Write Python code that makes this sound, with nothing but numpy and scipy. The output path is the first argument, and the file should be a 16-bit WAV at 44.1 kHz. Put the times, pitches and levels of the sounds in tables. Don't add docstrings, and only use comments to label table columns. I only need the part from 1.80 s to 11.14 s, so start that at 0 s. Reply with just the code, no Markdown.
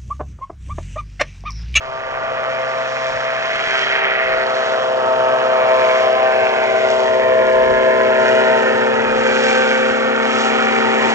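import sys
import numpy as np
from scipy import signal
from scipy.fft import rfft, irfft
from scipy.io import wavfile

SR = 44100
rng = np.random.default_rng(int(sys.argv[2]) if len(sys.argv) > 2 else 0)


def master_out(mix):
    frames = np.transpose(np.atleast_2d(mix))
    ceiling = np.clip(frames, -1, 1)
    pcm = np.round(ceiling * 32767).astype(np.int16)
    wavfile.write(sys.argv[1], SR, pcm)


N = 411894
TIME = np.arange(N) / SR
BIN_HZ = np.arange(N // 2 + 1) * SR / N

# (t/s, f/Hz)
FIRING_RATE = [(0, 130.95), (1.64, 131.0), (2.28, 130.5), (3.08, 129.6), (3.8, 129.12), (4.6, 129.25),
               (6.0, 128.95), (7.2, 129.12), (8.6, 129.8), (9.33, 129.55)]
# (t/s, gain/dB)
GROWTH = [(0, -11), (.45, -2.5), (1.4, -4), (2.2, -1.5), (3, 0), (4.2, 0.2), (5.4, 0.6), (6.5, 3), (7.4, 3),
          (8.2, 0.5), (9.34, 4)]
# (t/s, relative level/dB)
THIRD_ORDER = [(0.0, -47), (1.53, -48.5), (2.08, -33.5), (2.96, -37), (6.66, -25.5), (7.2, -35),
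               (7.44, -31.5), (8.35, -34.5), (9.26, -26.5), (9.34, -37.5)]
FOURTH_ORDER = [(0.0, -40), (0.02, -44), (0.75, -31), (1.48, -33), (1.92, -51), (2.52, -29), (4.08, -22.5),
                (4.97, -34), (5.36, -22.5), (5.82, -20), (6.68, -26.5), (7.88, -20.5), (8.97, -32),
                (9.24, -30), (9.34, -36.5)]
FIFTH_ORDER = [(0.0, -34), (0.44, -28.5), (1.43, -24.5), (2.11, -32), (2.52, -23), (2.99, -23.5),
               (4.21, -16.5), (4.73, -20.5), (5.46, -17.5), (6.71, -18.5), (7.26, -39), (8.61, -30),
               (8.97, -37), (9.34, -28)]
SIXTH_ORDER = [(0.0, -51.5), (0.28, -40.5), (1.48, -42), (2.36, -32.5), (2.78, -42), (3.87, -29.5),
               (4.03, -41.5), (4.27, -27), (4.95, -28), (5.88, -49), (6.61, -31), (7.62, -37.5),
               (7.7, -26.5), (8.3, -40), (8.61, -27), (9.34, -26.5)]
# (firing order, level/dB, peak t/s, half-width/s)
EXHAUST_LOBES = [(1, -44, 1.1, 1.1), (1, -42.5, 3.45, 0.41), (1, -44.5, 6.4, 1.6), (2, -47.5, 1.1, 0.62),
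                 (2, -39, 3.5, 0.29), (2, -32, 8.3, 2.26), (7, -38, 0.91, 2.7), (7, -25, 3.64, 0.52),
                 (7, -32, 5.9, 1.2), (7, -19.5, 6.75, 0.042), (7, -32, 8.5, 1.9), (8, -39, 1.3, 1.4),
                 (8, -28.5, 4.1, 0.5), (8, -28.5, 5.9, .7), (9, -35, 0.71, 1), (9, -36.5, 3.9, 0.66),
                 (9, -43, 8.2, 0.3), (9, -37, 11, .6), (10, -31.5, 2.7, .3), (10, -28, 3.5, 0.43),
                 (10, -34, 8.55, .35), (11, -37, 0.92, .7), (11, -35, 2.2, 0.72), (11, -36.5, 3.6, 0.63),
                 (11, -34, 6, 1.8), (11, -31.5, 8.15, .25), (12, -31, 4.65, 0.3), (12, -27.5, 7.6, 0.52),
                 (13, -39.5, 1.9, 0.6), (13, -33, 6.3, 0.58), (14, -33.5, 8.5, 0.92),
                 (14, -27.5, 6.62, 0.44), (15, -34.5, 7.2, 0.1)]
# (blade order, relative level/dB, peak t/s, half-width/s)
PROPELLER_LOBES = [(2, -27.5, 8.7, 2), (4, -25, 6.7, 3.7), (6, -29, 4.2, 1.5)]
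# (blade order, level/dB re the mean of the strong ones)
PROPELLER_WEAK = [(1, -19), (3, -15), (5, -12.5), (8, -2)]
# (f/Hz, relative level/dB)
RASP_SPECTRUM = [(1030, -6), (1450, -1.5), (1850, -7.5), (2300, -4), (3100, -5), (3800, -5.5)]
# (t/s, then delay/ms of each)
ECHO_DELAYS = [(0, 0.18, 0.6, 1.62), (2.399, 0.26, 0.4, 1.59), (3.2, 0.46, 0.54, 1.65),
               (4.0, 0.34, 0.72, 1.77), (4.699, 0.62, 1.14, 1.92), (5.4, 0.73, 1.54, 2.19),
               (6.0, 0.73, 1.73, 2.36), (6.6, 0.83, 1.97, 2.1), (7.3, .95, 2.04, 2.49),
               (8.2, 1.02, 2.09, 2.67), (9.34, 1.22, 2, 3.1)]
# (t/s, then relative gain of each)
ECHO_GAINS = [(1.6, 0.27, 0.1, 0.14), (3.2, 0.16, 0.15, 0.11), (5.5, .25, .28, 0.34),
              (7.3, .17, 0.18, 0.37), (9.34, 0.16, 0.45, 0.058)]
ECHO_PHASES = [2.64, -1.5, 0.63]
# (peak t/s, half-length/s, f/Hz then, fall/(octaves per s), gain/dB)
SWEEPS = [(1.15, .3, 2970, .1, -8), (1.85, .35, 4020, 0, 4.5), (2.0, .4, 3200, 0.088, 7),
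          (2.2, .4, 1250, 0, 4), (2.448, .15, 1930, .2, 2), (2.75, .3, 4150, 0.32, 5.5),
          (3.25, .35, 2180, 0.18, -9), (4.8, 0.24, 2460, 0.54, 4.5), (5.253, .25, 3200, 0.58, 2.5),
          (5.498, 0.4, 1550, .35, -4), (5.9, 0.55, 1230, 0.24, -4), (7.1, .6, 1070, .1, -2),
          (7.2, 2.7, 727, 0.069, -7), (8.05, .3, 3350, 0.076, 2.5), (8.4, 0.84, 1340, .25, 5.5)]
# (f/Hz, relative density level/dB)
RUSH_SPECTRUM = [(50, -95), (130, -64.5), (200, -67.5), (300, -62), (420, -57), (620, -49.5), (830, -53.5),
                 (1100, -54.5), (1400, -55), (1900, -55.5), (2400, -58), (2950, -63.5), (3250, -64.5),
                 (3600, -70.5), (4150, -69), (4700, -72), (5400, -72), (7300, -77), (8800, -99)]
# bass, lower and upper body, upper middle, treble, highest treble (f/Hz)
BAND_CENTRES = [300, 800, 1200, 2200, 5500, 7500]
# (t/s, relative level/dB)
UPPER_MID_SWELL = [(0.0, -45.5), (0.44, -37), (1.38, -33), (2.16, -23), (2.55, -27), (2.68, -31),
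                   (2.84, -28.5), (3.09, -34.5), (4.03, -28), (5.02, -30.5), (5.17, -33), (6.45, -29),
                   (6.53, -27.5), (7.23, -30.5), (7.75, -25.5), (8.25, -29.5), (8.87, -26), (9.34, -26.5)]
TREBLE_SWELL = [(0.0, -51.5), (0.39, -50), (1.27, -40.5), (1.53, -44.5), (2.0, -36.5), (2.29, -48),
                (2.91, -41), (3.12, -45), (3.87, -44.5), (4.06, -40.5), (4.21, -39), (4.34, -45),
                (5.07, -41.5), (5.1, -38), (5.44, -46.5), (6.35, -44.5), (6.47, -39.5), (7.26, -45),
                (7.7, -33), (7.8, -36.5), (8.35, -45.5), (8.61, -34), (8.74, -39.5), (9.16, -41),
                (9.31, -35.5), (9.34, -39.5)]
# (f/Hz, level difference/dB, phase lead/rad)
CAPSULES = [(130, 12.0, -1.3), (230, 10.2, -1.1), (390, 8.8, -1.5), (450, 3.3, -1.7), (520, 0.1, -1.3),
            (650, 3.5, -0.8), (780, 3.1, -1.7), (920, -1.7, -1.6), (1200, -2.8, -1.5), (1600, -3.1, -1.2),
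            (2100, -1.5, -1.9), (2700, -2.8, -2.3), (3200, -3.4, -2.2), (3600, 5.0, -3.1),
            (4200, -0.6, -3.6), (4700, 2.4, -4.3), (5400, -5.2, -5.5), (6500, -8.3, -6.0),
            (7800, -10.5, -6.5)]
# (peak t/s, level/dB, half-length/s)
GUSTS = [(.1, -46, 0.54), (1.35, -37, 0.048), (2.534, -39, 0.08), (3.346, -52, 0.13), (5.9, -42, 0.6),
         (5.894, -37, 0.12), (7.33, -41.5, .1)]
# (f/Hz, relative level/dB)
WIND_SPECTRUM = [(10, -10), (25, 0), (55, 2), (85, -1.5), (140, -1.5), (400, -37), (1500, -68)]
# (t/s, initial envelope level/dB, f/Hz, decay time/ms)
SNAPS = [(1.7605, -4, 1800, .45), (1.8745, -3.5, 1700, .35), (5.1145, -17, 5600, .5),
         (8.1115, -4.5, 1550, 1.0)]


def undb(db):
    return 10 ** (np.asarray(db) / 20)


def curves(table):
    times, *columns = np.transpose(table)
    return [np.interp(TIME, times, column) for column in columns]


def over_hz(hz, points_hz, values):
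    return np.interp(np.log(np.maximum(hz, 1)), np.log(points_hz), values)


def colour(x, points):
    return irfft(rfft(x) * undb(over_hz(BIN_HZ, *np.transpose(points))), N)


def unit(x):
    return x / np.sqrt(np.mean(x ** 2))


def drift(rate_hz):
    return unit(irfft(rfft(rng.standard_normal(N)) / (1 + (BIN_HZ / rate_hz) ** 4), N))


def harmonic(cycles, order, db, flutter_db, wander_rad):
    amplitude = np.sqrt(2) * undb(db + flutter_db * drift(12))
    return amplitude * np.cos(2 * np.pi * order * cycles + wander_rad * drift(5))


def lobe(peak_s, width_s):
    return 1 / (1 + ((TIME - peak_s) / width_s) ** 2)


def exhaust(firings):
    levels = [(3, curves(THIRD_ORDER)[0] + 2.3), (4, curves(FOURTH_ORDER)[0] + 1.9),
              (5, curves(FIFTH_ORDER)[0] + .5), (6, curves(SIXTH_ORDER)[0] + 2.3)]
    power = {}
    for order, db, peak_s, width_s in EXHAUST_LOBES:
        power[order] = power.get(order, 0) + (undb(db) * lobe(peak_s, width_s)) ** 2
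    levels += [(order, 10 * np.log10(p)) for order, p in power.items()]
    return sum(harmonic(firings + rng.random(), k, db, flutter_db=.92 + .15 * k, wander_rad=.023 * k)
               for k, db in levels)


def propeller(blade_passes, lobe_floor=.038):
    growth_db = curves(GROWTH)[0]
    levels = {k: db + growth_db + 20 * np.log10(lobe_floor + (1 - lobe_floor) * lobe(peak_s, width_s))
              for k, db, peak_s, width_s in PROPELLER_LOBES}
    strong = sum(harmonic(blade_passes, k, db, flutter_db=.46, wander_rad=.22)
                 for k, db in levels.items())
    mean_db = np.mean(list(levels.values()), axis=0)
    weak = sum(harmonic(blade_passes, k, mean_db + db, flutter_db=4, wander_rad=.33)
               for k, db in PROPELLER_WEAK)
    return strong + weak


def puffs(cycles, decay_cycles, scatter_db):
    envelope = np.exp(-(cycles % 1) / decay_cycles)
    spectrum = 0
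    for low_hz, high_hz in [(0, 1300), (1300, 2800), (2800, 12000)]:
        strength = undb(scatter_db * rng.uniform(-1, 1, N // 100))
        bursts = unit(rng.standard_normal(N) * strength[cycles.astype(int)] * envelope)
        spectrum = spectrum + rfft(bursts) * (BIN_HZ >= low_hz) * (BIN_HZ < high_hz)
    return irfft(spectrum, N)


def bark(firings):
    first, second = (puffs(firings + lag, decay_cycles=.055, scatter_db=3) for lag in (0, .5))
    crack = unit(first + undb(-4.5) * second)
    crack = colour(crack, [(400, -1), (1000, -5), (2600, -1), (4500, -2), (7500, -8)])
    gas = puffs(firings, decay_cycles=.73, scatter_db=9)
    return undb(-5.5) * crack + undb(-10) * gas


def propeller_wash(blade_passes):
    vortices = colour(puffs(blade_passes, decay_cycles=.64, scatter_db=2.5), [(2000, 2), (5000, -6)])
    wake = rng.standard_normal(N)
    return undb(-6) * vortices + undb(-7) * wake


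def rasp(firings, odd_order_db=-1):
    orders = np.arange(8, 29)
    mean_firing_hz = firings[-1] / TIME[-1]
    levels = over_hz(orders * mean_firing_hz, *np.transpose(RASP_SPECTRUM))
    levels += odd_order_db * (orders % 2)
    pulses = sum(harmonic(firings, k, db, flutter_db=3.5, wander_rad=.15)
                 for k, db in zip(orders, levels))
    strength = 1 + .55 * rng.uniform(-1, 1, N // 100)
    return pulses * strength[np.round(firings).astype(int)]


def reflections(x):
    gains = np.array(curves(ECHO_GAINS))
    dull = signal.hilbert(colour(x, [(1500, 0), (3000, -2), (6000, -10)]))
    echoes = sum(gain * np.exp(1j * phase) * np.interp(TIME - delay_ms / 1000, TIME, dull)
                 for gain, phase, delay_ms in zip(gains, ECHO_PHASES, curves(ECHO_DELAYS)))
    return (x + echoes.real) / np.sqrt(1 + np.sum(gains ** 2, axis=0) / 2)


def flyover_phasing(x, width_octaves=.12):
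    frames = dict(fs=SR, nperseg=2048, noverlap=1536)
    hz, t, spectra = signal.stft(x, **frames)
    gain_db = 0
    for peak_s, length_s, centre_hz, fall, db in SWEEPS:
        octaves = np.log2(np.maximum(hz, 1) / centre_hz)[:, None] + fall * (t - peak_s)
        gain_db = gain_db + db * np.exp(-(octaves / width_octaves) ** 2 - ((t - peak_s) / length_s) ** 2)
    return signal.istft(spectra * undb(gain_db), **frames)[1][:N]


def shape_rush(x, bass_growth=1.35, top_rise_db_per_s=1):
    spectrum = rfft(x) * undb(over_hz(BIN_HZ, *np.transpose(RUSH_SPECTRUM))) * np.sqrt(SR / 2)
    body_db = curves(GROWTH)[0]
    upper_db, treble_db = (db - db.mean() + .15 for db in curves(UPPER_MID_SWELL) + curves(TREBLE_SWELL))
    top_db = treble_db + top_rise_db_per_s * (TIME - TIME.mean())
    swells_db = [bass_growth * body_db, body_db, body_db, upper_db, treble_db, top_db]
    bands = (irfft(spectrum * over_hz(BIN_HZ, BAND_CENTRES, share), N)
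             for share in np.eye(len(BAND_CENTRES)))
    return sum(band * undb(db) for band, db in zip(bands, swells_db))


def field_scatter():
    noise = rng.standard_normal((2, N))
    return shape_rush(colour(noise, [(200, -17), (1000, -16.5), (3500, -3.5), (7000, -20)]))


def capsules(x):
    hz, balance_db, lead_rad = np.transpose(CAPSULES)
    left = undb(over_hz(BIN_HZ, hz, balance_db) / 2) * np.exp(.5j * over_hz(BIN_HZ, hz, lead_rad))
    pair = np.array([left, 1 / left])
    return irfft(rfft(x) * pair / np.sqrt(np.mean(abs(pair) ** 2, axis=0)), N)


def wind(breeze_db=-51, right_db=-26):
    gusts = sum(undb(db) * np.exp(-((TIME - peak_s) / length_s) ** 2) for peak_s, db, length_s in GUSTS)
    force = undb(breeze_db) + gusts
    return np.array([unit(colour(rng.standard_normal(N), WIND_SPECTRUM)) * force * gain
                     for gain in (1, undb(right_db))])


def snaps():
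    cracks = 0
    for start_s, db, hz, decay_ms in SNAPS:
        age = np.maximum(TIME - start_s, 0)
        envelope = undb(db) * np.exp(-np.minimum(1000 * age / decay_ms, 50))
        cracks = cracks + envelope * np.sin(2 * np.pi * hz * age)
    return cracks


def scene(blades_per_firing=.8735, fade_in_s=.01):
    firings = np.cumsum(curves(FIRING_RATE)[0]) / SR
    blade_passes = blades_per_firing * firings
    tones = exhaust(firings) + propeller(blade_passes)
    rush = bark(firings) + propeller_wash(blade_passes) + undb(-23) * rasp(firings)
    distant_rush = shape_rush(flyover_phasing(reflections(rush)))
    direct = tones + undb(-1.5) * distant_rush + snaps()
    return (capsules(direct) + field_scatter() + wind()) * np.minimum(TIME / fade_in_s, 1)


def record(dry, full_scale=.93, cutoff_hz=8700):
    low_pass = signal.ellip(10, .2, 80, cutoff_hz, fs=SR, output="sos")
    return signal.sosfilt(low_pass, np.clip(dry, -full_scale, full_scale))


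dry = scene()
out = record(dry)
master_out(out)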